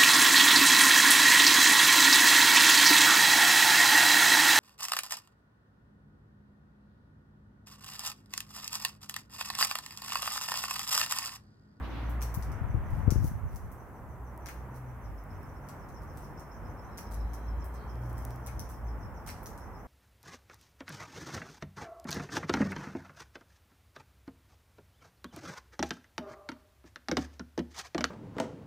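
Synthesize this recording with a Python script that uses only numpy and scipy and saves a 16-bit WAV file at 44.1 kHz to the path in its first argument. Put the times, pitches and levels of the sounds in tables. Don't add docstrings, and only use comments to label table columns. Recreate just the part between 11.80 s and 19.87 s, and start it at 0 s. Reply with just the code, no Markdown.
import sys
import numpy as np
from scipy import signal
from scipy.fft import rfft, irfft
from scipy.io import wavfile
from scipy.ndimage import uniform_filter1d, map_coordinates

SR = 44100
rng = np.random.default_rng(int(sys.argv[2]) if len(sys.argv) > 2 else 0)


def dump_mix(stems):
    frames = np.atleast_2d(stems).T
    limited = np.clip(frames, -1, 1)
    pcm = np.round(limited * 32767).astype(np.int16)
    wavfile.write(sys.argv[1], SR, pcm)


N = 355887
TIME_S = np.arange(N) / SR

# t/s, level/dB, upper band/dB
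TRAFFIC_LEVELS = [(0, -49, -8), (.5, -50.5, -8.5), (1.25, -51, -10), (1.7, -55, -12.5), (2.2, -53, -17),
                  (3.2, -54, -12), (4.2, -51.5, -15), (6.6, -51, -15), (8.07, -52, -15.5)]
# f/Hz, level/dB
TRAFFIC_SPECTRUM = [(20, -11), (50, 16.5), (90, 15), (150, 7.5), (250, 4.5), (400, 0), (650, -0.5),
                    (950, 1.43), (1400, -5), (2000, -12.5), (2600, -23), (3300, -31), (4200, -45),
                    (8000, -52)]
HISS_SPECTRUM = [(1000, -41), (4000, -6), (6000, -2.5), (7500, 0), (9700, -0.5), (12000, 5), (15500, 3),
                 (16500, -7)]
# f/Hz, left-right coherence
TRAFFIC_COHERENCE = [(60, 0.68), (200, 0.94), (600, 0.83), (1400, 0.68), (3100, 0.11)]
# f/Hz, left minus right/dB
TRAFFIC_BALANCE = [(100, -1.5), (700, 0.9), (1300, -1), (2400, -3.5)]
# t/s, firing rate/Hz, fundamental/dB, octave/dB
ENGINE_REVS = [(0, 58.65, -40, -51), (.42, 57.8, -32, -41.5), (.9, 58, -40.5, -60), (2.15, 60.1, -84, -59),
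               (2.43, 61.6, -41, -43), (2.65, 62.8, -48, -56.5), (2.98, 64.1, -48, -45),
               (3.16, 60.54, -43, -43.5), (3.28, 54.6, -38, -55), (3.55, 48, -46.5, -59),
               (4.3, 47.14, -63, -60), (4.85, 50.55, -44.5, -51.5), (5.23, 52.5, -45, -60),
               (5.4, 54.4, -31, -42), (5.65, 56.05, -34.5, -56), (5.8, 57.1, -27.5, -68),
               (6.03, 60.54, -37.5, -45), (6.26, 60.2, -40, -38), (6.45, 60.9, -38, -46),
               (6.68, 61.75, -43.5, -40), (6.9, 61.5, -44, -53), (7.08, 55.84, -33.5, -43),
               (7.35, 54.04, -39, -56), (7.55, 51.8, -53, -59)]
# t/s, running chirp count
HIGH_CHIRPS = [(-.06, 0), (.905, 6), (2.47, 16), (3.24, 21), (6.4, 42), (6.64, 44), (7.21, 48), (8.15, 54)]
LOW_CHIRPS = [(3.125, 0), (3.89, 6), (4.99, 14), (6.65, 26), (7.085, 29), (8.1, 36)]
# t/s, level/dB
HIGH_LEVELS = [(0, -70.5), (2.2, -74.5), (4.2, -70.5), (8, -70.5)]
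LOW_LEVELS = [(3.1, -110), (3.22, -69), (4.6, -64), (6.2, -63.5)]
# t/s, half-length/s, f/Hz, half-width/oct, level/dB
HISS_SWELLS = [(0.2, 0.19, 281, 0.2, -46), (0.05, 0.028, 2700, 0.53, -55), (0.21, 0.12, 2400, 0.59, -53),
               (6.01, 0.085, 4230, 0.12, -73), (5.44, 0.43, 3990, 0.057, -78), (6, .87, 3180, 0.043, -77.5)]
# t/s, level/dB, tilt/(dB/oct), scrape/dB, ring/Hz
CLAW_STRIKES = [(.296, -42, 6, -6, 11800), (.4107, -36, -5, -20, 11500), (0.418, -29.5, 0, -11, 6040),
                (0.4259, -24.5, -0.5, -15, 5900), (0.5431, -25.5, 5, -31, 12100),
                (.548, -28.5, 1.5, -30, 6150), (.6255, -36, -4, -13, 5500), (.719, -41.5, -4, -13, 5760),
                (1.3059, -24, -1.5, -13, 5660), (1.444, -31.5, 3, -13, 6300), (1.469, -37, 2, -11, 5100),
                (1.478, -33.5, 4, -21, 5800), (1.7601, -33.5, 1.5, -17, 6160), (1.918, -43, 6.5, -7, 8500),
                (2.66, -31, -4.5, -17, 5700), (2.671, -36.5, -10, -8.5, 6450), (2.687, -34, 7, -12, 9150),
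                (2.9444, -50, 0, 3.5, 5600), (3.888, -37.5, -3.5, -8.5, 5840), (4.086, -54, -3, -1.5, 6100),
                (4.373, -40.5, -3, -9, 8390), (4.595, -48, -1.5, -2.5, 8540), (5.175, -36, -3, -20, 11170),
                (5.1798, -31, -0.5, -8, 5570), (5.3178, -40, -2.5, -6.5, 8500),
                (5.3441, -36, -3, -20, 11500), (5.535, -39, -1, -11, 5500), (5.5402, -38.5, -1, -15, 6150),
                (5.844, -41, 6.5, -7, 8600), (5.942, -44.5, 1, -9, 8400), (6.381, -39, 3, -12, 12000),
                (6.664, -30.5, 2, -15, 10700), (6.671, -37, -6, -13, 6250), (6.795, -28, -1.5, -21, 5620),
                (6.8917, -42, 0.5, -2.5, 5740), (7.4637, -39.5, 0, -3, 5450), (7.474, -38, -5, -2.5, 8480),
                (7.4902, -33.5, -12, -18, 5420), (7.5018, -33, -1, -20, 4180), (7.633, -39, 8, -21, 12000),
                (7.6597, -32.5, -4, -18, 5700), (7.671, -35, 3, -32, 6200), (7.778, -41, -2.5, -13, 11050)]
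# f/Hz, level/dB
CLAW_SPECTRUM = [(300, -37), (1500, -6), (3500, -9), (4700, -4.5), (5900, 1.5), (7300, -4), (8400, 0),
                 (9500, -2), (11800, 1.5), (13500, 0), (15300, 0), (17000, -10.5)]
KNOCK_SPECTRUM = [(300, -43), (1000, 7.5), (1600, 10), (2300, 8.5), (3200, -5), (4300, -4.5), (9000, -37)]
# delay/s, left gain, right gain
BALCONY_ECHOES = [(.005, 0.17, 0.19), (.0065, 0.75, 0.11), (0.0104, 0.35, 0.2), (0.0177, 0.089, 0.33)]
# t/s, level/dB
FOOT_KNOCKS = [(.418, -41), (1.3047, -45), (2.6595, -46), (2.6863, -40), (5.184, -45.5), (6.669, -59),
               (6.685, -46.5), (7.476, -43.5), (7.49, -42)]
# t/s, length/s, level/dB
BRUSH_STROKES = [(0.43, 0.03, -59), (1.138, 0.12, -65.5), (1.446, 0.085, -62), (1.73, .044, -67),
                 (3.871, .03, -74), (4.23, .02, -67), (4.41, 0.15, -68), (6.42, 0.43, -68.5)]
# t/s, left level/dB, right minus left/dB
GUST_LEVELS = [(0, -81, -3), (.58, -41, -17), (.85, -29, -11), (1.05, -38, 0.5), (1.18, -25.5, -15),
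               (1.45, -28, -5), (1.6, -46.5, 12), (1.85, -45.5, 2), (2.3, -81, -3)]
# f/Hz, level/dB
GUST_SPECTRUM = [(15, -40), (28, 2), (42, 3), (65, 6.5), (110, 2.5), (180, -8.5), (300, -20.5), (500, -37),
                 (1500, -63)]
# t/s, level/dB, nominal f/Hz
GUST_BUFFETS = [(0.572, -15, 74), (0.813, -17.5, 95), (0.944, -11.5, 76), (1.277, -6, 70),
                (1.321, -10, 122), (1.358, -12, 77), (1.42, -16.5, 65.7), (1.442, -11.5, 104),
                (1.513, -19.5, 147), (1.651, -22, 84), (1.736, -21, 59.6)]
# t/s, level/dB, tilt/(dB/oct)
DRY_TICKS = [(.614, -44, 6), (1.75, -43, 3), (2.576, -40.5, 6), (2.742, -47, 7), (3.4381, -43, 13),
             (3.631, -47, 7), (4.407, -49, 1), (5.311, -42, 2), (5.338, -40, 2), (6.155, -50, -12),
             (6.3296, -42, 7), (6.4505, -27, 4), (6.506, -39, -4), (6.56, -42, 2)]

GRIT_PER_S = 900


def amp(db):
    return 10 ** (np.asarray(db) / 20)


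def unit_rms(x):
    return x / np.sqrt(np.mean(x ** 2) + 1e-20)


def at_hz(points, hz):
    f, value = np.transpose(points)
    return np.interp(np.log(hz + 1), np.log(f + 1), value)


def follow(rows):
    times_s, *columns = np.transpose(rows)
    return [np.interp(TIME_S, times_s, column) for column in columns]


def add(mix, start_s, sound):
    part = mix[..., max(round(start_s * SR), 0):][..., :sound.shape[-1]]
    part += sound[..., :part.shape[-1]]


def noise(spectrum_db, coherence):
    hz = np.fft.rfftfreq(N, 1 / SR)
    left, other = rng.standard_normal((2, len(hz))) + 1j * rng.standard_normal((2, len(hz)))
    right = coherence * left + np.sqrt(1 - coherence ** 2) * other
    return unit_rms(irfft(np.array([left, right]) * amp(spectrum_db(hz)), N))


def drift(rate_hz):
    knots = rng.standard_normal(4096)
    return unit_rms(map_coordinates(knots, [TIME_S * rate_hz], order=3, mode="wrap"))


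def traffic(gain_db=7.5, waver_db=.5, flutter_db=2.4, hiss_db=-71):
    hz = np.fft.rfftfreq(N, 1 / SR)
    level_db, upper_db = follow(TRAFFIC_LEVELS)
    sides = np.array([[.5], [-.5]])
    wash = noise(lambda f: at_hz(TRAFFIC_SPECTRUM, f) + sides * at_hz(TRAFFIC_BALANCE, f),
                 at_hz(TRAFFIC_COHERENCE, hz))
    upper = signal.sosfiltfilt(signal.butter(2, 1700, "high", fs=SR, output="sos"), wash)
    rumble = signal.sosfiltfilt(signal.butter(2, 130, fs=SR, output="sos"), wash)
    wash += upper * (amp(upper_db - np.median(upper_db)) - 1)
    wash += rumble * (amp(flutter_db * drift(10) - .5) - 1)
    wash *= amp(level_db + gain_db + waver_db * drift(7.6))
    return wash + amp(hiss_db) * noise(lambda f: at_hz(HISS_SPECTRUM, f), coherence=.036)


def engine(waver=.012, flutter=.32, street_hz=140, street_width_hz=12, street_db=-52):
    firing_hz, fundamental_db, octave_db = follow(ENGINE_REVS)
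    turns = np.cumsum(firing_hz * (1 + waver * drift(14))) / SR
    third = amp(street_db) * np.exp(-((3 * firing_hz - street_hz) / street_width_hz) ** 2)
    gains = [amp(fundamental_db), amp(octave_db), third]
    return sum(gain * (1 + flutter * drift(12)) * np.sin(2 * np.pi * k * turns)
               for k, gain in enumerate(gains, 1))


def cricket(chirps, levels, hz, width_hz, half_beats, fall_hz_per_beat, strokes_per_beat=7):
    offset_beats = (follow(chirps)[0] + .5) % 1 - .5
    strokes = np.cos(np.pi * strokes_per_beat * offset_beats) ** 4 * amp(.9 * drift(20))
    carrier = np.exp(2j * np.pi * np.cumsum(hz - fall_hz_per_beat * offset_beats) / SR)
    bands = [carrier * (drift(width_hz) + 1j * drift(width_hz)) for _ in range(2)]
    tone = np.array([unit_rms(band.real) for band in bands])
    envelope = np.exp(-(offset_beats / half_beats) ** 2)
    return tone * unit_rms(strokes) * envelope * amp(follow(levels)[0])


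def crickets():
    high = cricket(HIGH_CHIRPS, HIGH_LEVELS, hz=6020, width_hz=750, half_beats=.17, fall_hz_per_beat=1100)
    low = cricket(LOW_CHIRPS, LOW_LEVELS, hz=5360, width_hz=520, half_beats=.14, fall_hz_per_beat=700)
    return high + low


def hisses():
    out = np.zeros((2, N))
    for centre_s, half_s, hz, half_oct, db in HISS_SWELLS:
        band = noise(lambda f: -4 * (np.log2((f + 1) / hz) / half_oct) ** 2, coherence=.14)
        out += band * amp(db + 2 * drift(10)) * np.exp(-((TIME_S - centre_s) / half_s) ** 2)
    return out


def click(spectrum, tilt_db_oct=0., ring_hz=None, ring_db=5.5, ring_width_hz=720, ragged_db=2.2):
    hz = np.fft.rfftfreq(1024, 1 / SR)
    shared, *own = unit_rms(uniform_filter1d(rng.standard_normal((3, len(hz))), size=22, axis=1))
    ragged = (shared + np.array(own)) / np.sqrt(2)
    db = at_hz(spectrum, hz) + tilt_db_oct * np.log2(np.maximum(hz, 4500) / 8000) + ragged_db * ragged
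    if ring_hz:
        db += sum(ring_db / k * np.exp(-((hz - k * ring_hz) / ring_width_hz) ** 2) for k in (1, 2))
    log_gain = np.log(amp(np.concatenate([db, db[:, -2:0:-1]], axis=1)))
    pulse = np.fft.ifft(np.exp(np.conj(signal.hilbert(log_gain)))).real
    return pulse / abs(pulse).max(axis=1).mean()


def grit(samples):
    return rng.standard_normal((2, samples)) * (rng.random(samples) < GRIT_PER_S / SR)


def claw_strike(tilt_db_oct, scrape_db, ring_hz, skid_s=.00018, scrape_s=.024):
    t = (np.arange(2560) - 128) / SR
    skid_envelope = np.exp(-abs(t) / (skid_s * (1 + 2 * amp(scrape_db))))
    skid_spectrum = rfft(rng.standard_normal((2, len(t))) * skid_envelope)
    white_skid = irfft(skid_spectrum / abs(skid_spectrum))
    scrape = amp(scrape_db) * grit(len(t)) * (t > 0) * np.exp(-t / scrape_s)
    response = click(CLAW_SPECTRUM, tilt_db_oct, ring_hz)
    return -t[0], signal.fftconvolve(white_skid + scrape, response, axes=1)


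def claws(gain_db=4):
    out = np.zeros((2, N))
    for start_s, db, tilt_db_oct, scrape_db, ring_hz in CLAW_STRIKES:
        lead_s, sound = claw_strike(tilt_db_oct, scrape_db, ring_hz)
        add(out, start_s - lead_s, amp(db + gain_db) * sound)
    out[1] *= amp(np.linspace(-4, -.5, N))
    return out


def balcony(sound, tail_db=-2.5, t60_s=.47, treble_t60_s=.32, build_s=.0033, tails=3):
    t = np.arange(SR // 2) / SR
    onset = 1 - np.exp(-(t / build_s) ** 4)
    out = np.zeros((2, N))
    for k in range(tails):
        hz, frame_s, bins = signal.stft(rng.standard_normal((2, len(t))), SR, nperseg=256)
        decay_s = at_hz([(2000, t60_s), (14000, treble_t60_s)], hz)[:, None]
        tail = signal.istft(bins * amp(-60 * frame_s / decay_s), SR, nperseg=256)[1][:, :len(t)] * onset
        tail *= amp(tail_db) / np.linalg.norm(tail[0])
        crossfade = np.sqrt(2 / tails) * np.cos(np.pi * (TIME_S / 2 + k / tails))
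        out += signal.oaconvolve(sound * crossfade, tail, axes=1)[:, :N]
    for delay_s, left, right in BALCONY_ECHOES:
        add(out, delay_s, sound * [[left], [right]])
    return out


def taps(rows, spectrum):
    out = np.zeros((2, N))
    for start_s, db, *tilt_db_oct in rows:
        add(out, start_s + .0009, amp(db) * click(spectrum, *tilt_db_oct))
    return out


def knocks(crunch=.59, crunch_s=.022):
    t = np.arange(2048) / SR
    force = (t == 0) + crunch * grit(len(t)) * np.exp(-t / crunch_s)
    return signal.oaconvolve(taps(FOOT_KNOCKS, KNOCK_SPECTRUM), force, axes=1)[:, :N]


def scuffs(grains_per_s=1500, spread_db=4.5, rustle_db=-87, swell_db=4.5):
    strokes = sum(amp(db) * np.exp(-(2 * (TIME_S - centre_s) / length_s) ** 2)
                  for centre_s, length_s, db in BRUSH_STROKES)
    rustle = amp(rustle_db + swell_db * drift(6))
    grains = rng.standard_normal((2, N)) * amp(spread_db * np.minimum(rng.exponential(1, N), 4))
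    grains *= rng.random(N) < grains_per_s / SR
    texture = signal.oaconvolve(grains, click(CLAW_SPECTRUM), axes=1)[:, :N]
    return (strokes + rustle) * unit_rms(texture)


def gust(flutter_db=2.6, damping=1.26, edge_hz=600):
    left_db, right_offset_db = follow(GUST_LEVELS)
    air = noise(lambda f: at_hz(GUST_SPECTRUM, f), coherence=.099)
    air *= amp(np.array([left_db, left_db + right_offset_db]) + flutter_db * drift(29.8))
    t = np.arange(SR // 8) / SR
    port = signal.butter(2, 26, "high", fs=SR, output="sos")
    for start_s, db, hz in GUST_BUFFETS:
        turns = 2 * np.log1p(hz * t / 1.24)
        lowpass = signal.butter(4, edge_hz * amp(db) ** .4, fs=SR, output="sos")
        eddy = np.cos(2 * np.pi * turns + 1) + 1.01 * rng.standard_normal(len(t))
        push = signal.sosfilt(np.vstack([lowpass, port]), eddy * np.exp(-damping * hz * t))
        add(air, start_s - .001, amp([[db], [db - 20]]) * push)
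    return air


def ticks(gain_db=1.5):
    return amp(gain_db) * taps(DRY_TICKS, CLAW_SPECTRUM)


def scene():
    bird = claws() + scuffs()
    thuds = knocks()
    chirps = crickets()
    direct = bird + amp(3.5) * thuds + .5 * chirps + ticks()
    reflected = balcony(bird + amp(.5) * thuds + chirps)
    return direct + reflected + traffic() + hisses() + engine() + gust()


def record(dry):
    edge_hz = 16050
    lowpass = signal.firwin(255, edge_hz, window=("kaiser", 8), fs=SR)
    return signal.oaconvolve(dry, lowpass[None], "same", axes=1)


dry = scene()
out = record(dry)
dump_mix(out)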